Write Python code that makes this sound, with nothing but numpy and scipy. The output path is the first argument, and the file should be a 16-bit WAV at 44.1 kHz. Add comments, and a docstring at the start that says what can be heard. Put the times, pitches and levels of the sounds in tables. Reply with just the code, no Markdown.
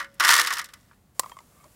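"""Corn kernels in a can on a fire

Dry kernels drop into a cut-open aluminium can lying on a small wood fire, outdoors. They bounce
on the thin wall, which rings in many close modes, and settle. Then the can, steadied with sticks,
gets one sharp knock and a few faint ones. The fire rumbles and ticks under a background hiss."""
import sys
import numpy as np
from scipy import signal
from scipy.fft import rfft, irfft
from scipy.io import wavfile

SR = 44100
rng = np.random.default_rng(int(sys.argv[2]) if len(sys.argv) > 2 else 0)


def master(y):
    """Save y as 16-bit WAV."""
    cut = np.clip(np.atleast_2d(y).T, -1, 1)
    pcm = np.round(cut * 32767)  # scale
    wavfile.write(sys.argv[1], SR, pcm.astype(np.int16))


N = 77175
T = np.arange(N) / SR
SPREAD_S = 0.00072   # a blow takes a moment to spread over the wall
CONTACT_HOLD_S = 0.0024   # contact noise holds this long, then dies


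def from_db(db):
    """Decibels to gain."""
    return 10 ** (np.asarray(db) / 20)


def rms_one(x):
    """Scale to unit rms."""
    return x / np.sqrt(np.mean(x ** 2) + 1e-20)


def fade(t, t60):
    """Exponential decay, 60 dB in t60 seconds."""
    return np.exp(-np.log(1000) * t / t60)


def at_hz(points, hz):
    """Read a spectrum on a log-frequency axis."""
    points = np.array(points)
    return np.interp(np.log(hz + 1e-9), np.log(points[:, 0]), points[:, 1])


def fader(points):
    """Gain over the scene from points in seconds and dB."""
    return from_db(np.interp(T, *np.transpose(points)))


def filtered(x, order, hz, kind):
    """Butterworth filter."""
    return signal.sosfilt(signal.butter(order, hz, kind, fs=SR, output="sos"), x)


def noise(spectrum):
    """Unit noise of a given colour."""
    colour = from_db(at_hz(spectrum, np.fft.rfftfreq(N, 1 / SR)))
    return rms_one(irfft(rfft(rng.standard_normal(N)) * colour, N))


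def band_noise(low_hz, high_hz):
    """Unit noise between two soft edges."""
    return rms_one(filtered(rng.standard_normal(N), 2, [low_hz, high_hz], "band"))


def add(out, start, sound):
    """Mix a sound in at a start time in seconds."""
    i = int(start * SR)
    out[i:i + len(sound)] += sound[:N - i]


def rings(hz, t60, size):
    """One decaying sine for each mode."""
    return np.sin(2 * np.pi * hz[:, None] * T[:size]) * fade(T[:size], t60[:, None])


def tone(hz, db, t60):
    """A single dying mode."""
    return from_db(db) * np.sin(2 * np.pi * hz * T) * fade(T, t60)


# Colours of the flame rumble and the background hiss. Each row: frequency in Hz, relative density in dB.
RUMBLE_COLOUR = [(25, -15), (48, 0.5), (100, -1.5), (220, -3.5), (400, -16), (700, -17), (2000, -26.5),
                 (6000, -32)]
HISS_COLOUR = [(500, 10.5), (1500, 5), (3000, -1), (6300, 0.5), (7300, 4), (8500, 3), (11000, 1.5),
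               (15500, -1.5)]
# Level of the background hiss: sinks after the kernels, steps up abruptly just before the knocks.
# Each row: time in seconds, level in dB.
BACKGROUND_HISS_LEVEL = [(0, -85), (.8, -65), (1.0, -71.5), (1.14, -74.5), (1.15, -61.5), (1.29, -51.5),
                         (1.36, -60.5), (1.75, -58.5)]
# Ticks of the burning wood. Each row: start in seconds, level in dB, band centre in Hz.
WOOD_TICKS = [(0.142, -52.5, 10300), (0.808, -59.5, 6980), (0.912, -48.5, 1340), (0.931, -57.5, 1705)]


def fire_and_hiss():
    """The flames rumble low and the wood ticks, under a fine background hiss."""
    out = from_db(-59.5) * noise(RUMBLE_COLOUR) + fader(BACKGROUND_HISS_LEVEL) * noise(HISS_COLOUR)
    for start, db, hz in WOOD_TICKS:
        add(out, start, from_db(db) * band_noise(hz / 1.63, hz * 1.3) * fade(T, t60=0.047))
    return out


# Strongest modes of the open can. 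Each row: pitch in Hz, relative level in dB, t60 in seconds.
CAN_MODES = [(324, -34, .36), (366, -34, .22), (493, -35, .5), (556, -34, .4), (945, -12, .1),
             (1127, -11, .15), (1195, -10, .14), (1250, -10, .12), (1385, -11, .17), (1487, -10, .15),
             (1678, -11, .16), (1752, -9, .12), (1800, -8, .12), (1868, -9, .13), (1935, -7, .12),
             (2013, -10, .15), (2146, -12, .14), (3005, -12, .08)]
# Colour of its many weaker wall modes. Each row: frequency in Hz, relative density in dB.
WALL_COLOUR = [(600, -12.5), (850, -9), (1100, 6.5), (1900, 6), (2400, 1.5), (3600, 3), (4700, -0.5),
               (5300, 6), (6100, -1.5), (11500, -6.5), (15500, -12)]


def open_can(size, count=320):
    """Pitches and ringing of the thin wall: a dense shimmer plus a few strong modes."""
    low_hz, high_hz = WALL_COLOUR[0][0], WALL_COLOUR[-1][0]
    wall_hz = low_hz * (high_hz / low_hz) ** ((np.arange(count) + rng.random(count)) / count)
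    wall_gain = from_db(at_hz(WALL_COLOUR, wall_hz)) * np.sqrt(wall_hz)
    wall_gain *= from_db(-6) / np.sqrt(np.sum(wall_gain ** 2) / 2)
    wall_t60 = .125 / np.sqrt(wall_hz / 1000)   # higher modes die sooner
    can_hz, can_db, can_t60 = np.transpose(CAN_MODES)
    hz, t60 = np.r_[wall_hz, can_hz], np.r_[wall_t60, can_t60]
    gain = np.r_[wall_gain, from_db(can_db - 9)]
    attack = 1 - np.exp(-T[:size] / SPREAD_S)
    return hz, gain[:, None] * rings(hz, t60, size) * attack


# Main kernel hits. Each row: start in seconds, level in dB, boost or cut of the low ring in dB.
KERNEL_HITS = [(0, -27, 12.5), (0.014, -36.5, 9), (0.027, -38.5, 7.5), (0.044, -39.5, 10.5),
               (.198, -12.5, 2), (0.204, -12, 6.5), (0.209, -26, -19), (.228, -22.5, 15.5), (0.238, -18, 9),
               (0.248, -10, 1.5), (0.252, -21, 0), (0.262, -30.5, 15.5), (0.27, -26.5, 11.5),
               (0.279, -11.5, 3.5), (0.285, -8, -18.5), (.289, -11, 9), (0.3, -13, -1.5), (0.305, -6, -1.5),
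               (0.312, -10.5, -6.5), (0.323, -6.5, -15.5), (.333, -6, -3), (0.339, -3.5, -18.5),
               (0.352, -9, -12.5), (0.364, -6, -4), (.378, -9.5, -18.5), (0.387, -13, 9.5),
               (0.397, -6.5, -6), (0.406, -17.5, -5.5), (.414, -7, -31), (.432, -18.5, -31),
               (0.438, -22, -2.5), (.448, -22.5, 4.5), (0.462, -21, -6.5), (.471, -11, -5),
               (0.505, -20, 10), (0.52, -30, -0.5), (0.526, -18, 1.5), (0.535, -14.5, -21),
               (0.538, -20, -19), (.556, -26.5, -17), (0.569, -24, 8.5), (0.583, -17.5, -26),
               (.590, -21, 6), (0.594, -18.5, -13), (0.614, -26.5, -12), (0.643, -23.5, -14),
               (0.657, -33, -17.5), (0.688, -40.5, 3), (0.7346, -42.5, 8.5), (0.737, -28.5, -28.5)]
# Contour of the small bounces in between. Each row: time in seconds, typical level in dB.
BOUNCE_FADER = [(0, -43), (.07, -59), (.19, -61), (.21, -25), (.31, -14.5), (.43, -27.5), (.55, -34.5),
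                (.67, -56.5), (.85, -61.5), (1.0, -75.5)]
# Colour of a kernel's contact. Each row: frequency in Hz, relative density in dB.
TICK_COLOUR = [(400, -23), (1500, -4.5), (4000, 5.5), (11500, -1.5), (13500, -6), (15500, -9.5)]


def kernels(bounces_per_s=210, low_ring_edge_hz=3200):
    """Each kernel ticks on the wall and rings its modes, in a mix that depends on where it lands."""
    size = SR // 2
    hz, modes = open_can(size)
    tick_noise = noise(TICK_COLOUR) * from_db(-11.5)
    tick_decay = fade(np.maximum(T[:size] - CONTACT_HOLD_S, 0), t60=.012)
    jitter, softness = rng.random((300, 2)).T
    times = (np.arange(len(jitter)) + jitter) / bounces_per_s
    bounce_db = np.interp(times, *np.transpose(BOUNCE_FADER)) - 3 * (1 + np.log(softness + .01))
    bounces = np.c_[times, bounce_db, np.zeros_like(times)]
    out = np.zeros(N)
    for start, db, low_db in np.vstack([bounces, KERNEL_HITS]):
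        landing = np.sqrt(2) * np.cos(2 * np.pi * rng.random(len(hz)))
        if start >= BOUNCE_FADER[-1][0]:   # the kernels have settled
            continue
        low_shelf = from_db(low_db / (1 + (hz / low_ring_edge_hz) ** 2))
        ring = (landing * low_shelf) @ modes
        tick = np.roll(tick_noise, -int(start * SR))[:size] * tick_decay
        add(out, start, from_db(db) * (ring + tick))
    return filtered(out, 4, 210, "high")   # the small can gives no bass


def can_hum():
    """One low mode hums on from the first kernels."""
    return tone(hz=556, db=-49, t60=0.9)


# Damped modes of the steadied can. Each row: base pitch in Hz, relative level in dB, base t60 in seconds.
HELD_MODES = [(600, -17, .035), (830, -13, .018), (1015, 1, .033), (1150, -7, .035), (1915, -4, .025),
              (2250, -13, .015), (2750, -11, .018), (3250, -12, .018)]


def held_can(pitch, hollow_db=0, bright_db=0, scatter_db=0, sustain=1):
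    """The short ring of the can between sticks: hollow low modes and bright high ones."""
    hz, mode_db, t60 = np.transpose(HELD_MODES)
    drive_db = np.where(hz > 1100, bright_db, hollow_db) + scatter_db
    polarity = (-1) ** np.arange(len(hz))
    return (polarity * from_db(mode_db + drive_db)) @ rings(hz * pitch, sustain * t60, SR // 4)


# Strokes of the rubbing stick. Each row: time in seconds, level in dB.
RUB_FADER = [(1.15, -80), (1.23, -50), (1.33, -61), (1.41, -59.5), (1.47, -83), (1.54, -67.5), (1.6, -60.5),
             (1.655, -55.5), (1.69, -81.5), (1.75, -82)]


def stick_rub():
    """Gritty friction from a stick stirs the can's damped modes."""
    grit = rng.standard_normal(N) ** 3
    rub = signal.fftconvolve(grit, held_can(pitch=1.14, sustain=2))[:N]
    rub = filtered(rub, 1, 1100, "low")
    return rms_one(rub) * fader(RUB_FADER) * (T > RUB_FADER[0][0])


# Knocks on the steadied can. 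Each row: start in seconds, hollow ring in dB, bright ring in dB,
# dry crack in dB, pitch ratio set by the grip.
CAN_KNOCKS = [(1.1947, -19.5, -19, -14, 1.02), (1.2336, -30.5, -35, -43.5, 1), (1.242, -28, -45, -62, 1.19),
              (1.26, -26, -37, -48, 1.03), (1.2958, -37.5, -49, -44, 1.16), (1.318, -33, -31, -48, 0.95),
              (1.368, -35, -46, -51, 1.08), (1.388, -38.5, -34.5, -46, 1.076),
              (1.404, -44.5, -58, -53, 0.94), (1.641, -45, -64, -49.5, 0.99)]
# Colour of the crack. Each row: frequency in Hz, relative density in dB.
CRACK_COLOUR = [(90, -30), (250, -12), (520, -1.5), (1000, 13.5), (1500, 0), (3400, -3), (4500, 5),
                (10000, 2), (15500, -2)]
# Resonances in the crack. Each row: pitch in Hz, relative level in dB, t60 in seconds.
SNAP_MODES = [(555, -9, .025), (7035, -3, .02), (7560, -2, .02), (8326, -2, .02)]


def knocks():
    """Each knock is a dry crack and a short ring of the held can."""
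    size = SR // 4
    t, out = T[:size], np.zeros(N)
    attack = 1 - np.exp(-t / SPREAD_S)
    crack_decay = fade(np.maximum(t - CONTACT_HOLD_S, 0), t60=0.015)
    crack_tail = from_db(-30) * fade(t, t60=0.21)
    snap_hz, snap_db, snap_t60 = np.transpose(SNAP_MODES)
    snap = from_db(snap_db) @ rings(snap_hz, snap_t60, size)
    for start, hollow_db, bright_db, crack_db, pitch in CAN_KNOCKS:
        ring = held_can(pitch, hollow_db, bright_db, scatter_db=rng.normal(0, 2.8, len(HELD_MODES)))
        crack = (crack_decay + crack_tail) * noise(CRACK_COLOUR)[:size] + snap
        if crack_db < -40:   # light taps are duller
            crack = filtered(crack, 1, 6000, "low")
        add(out, start, ring * attack + from_db(crack_db) * crack)
    add(out, 1.316, tone(hz=3200, db=-46, t60=0.099))   # one knock also leaves a thin ping
    return filtered(out, 2, 260, "high")


# Swell of the groan. 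Each row: time in seconds, level in dB.
GROAN_FADER = [(1.63, -72), (1.665, -52), (1.69, -80), (1.75, -94.5)]


def can_groan(hz=625):
    """A stick presses harder and the can groans in a narrow band."""
    return band_noise(hz / 1.105, hz * 1.03) * fader(GROAN_FADER) * (T > GROAN_FADER[0][0])


def scene():
    """A mono mix, everything close by in the open air."""
    return (fire_and_hiss() + knocks() + can_groan() + stick_rub() + kernels() + can_hum())[None]


def record(dry):
    """Trim the level, then cut the deepest bass and the very top."""
    x = filtered(0.81 * dry, 2, 30, "high")
    return signal.sosfilt(signal.ellip(12, .1, 80, 15800, fs=SR, output="sos"), x)


dry = scene()
out = record(dry)
master(out)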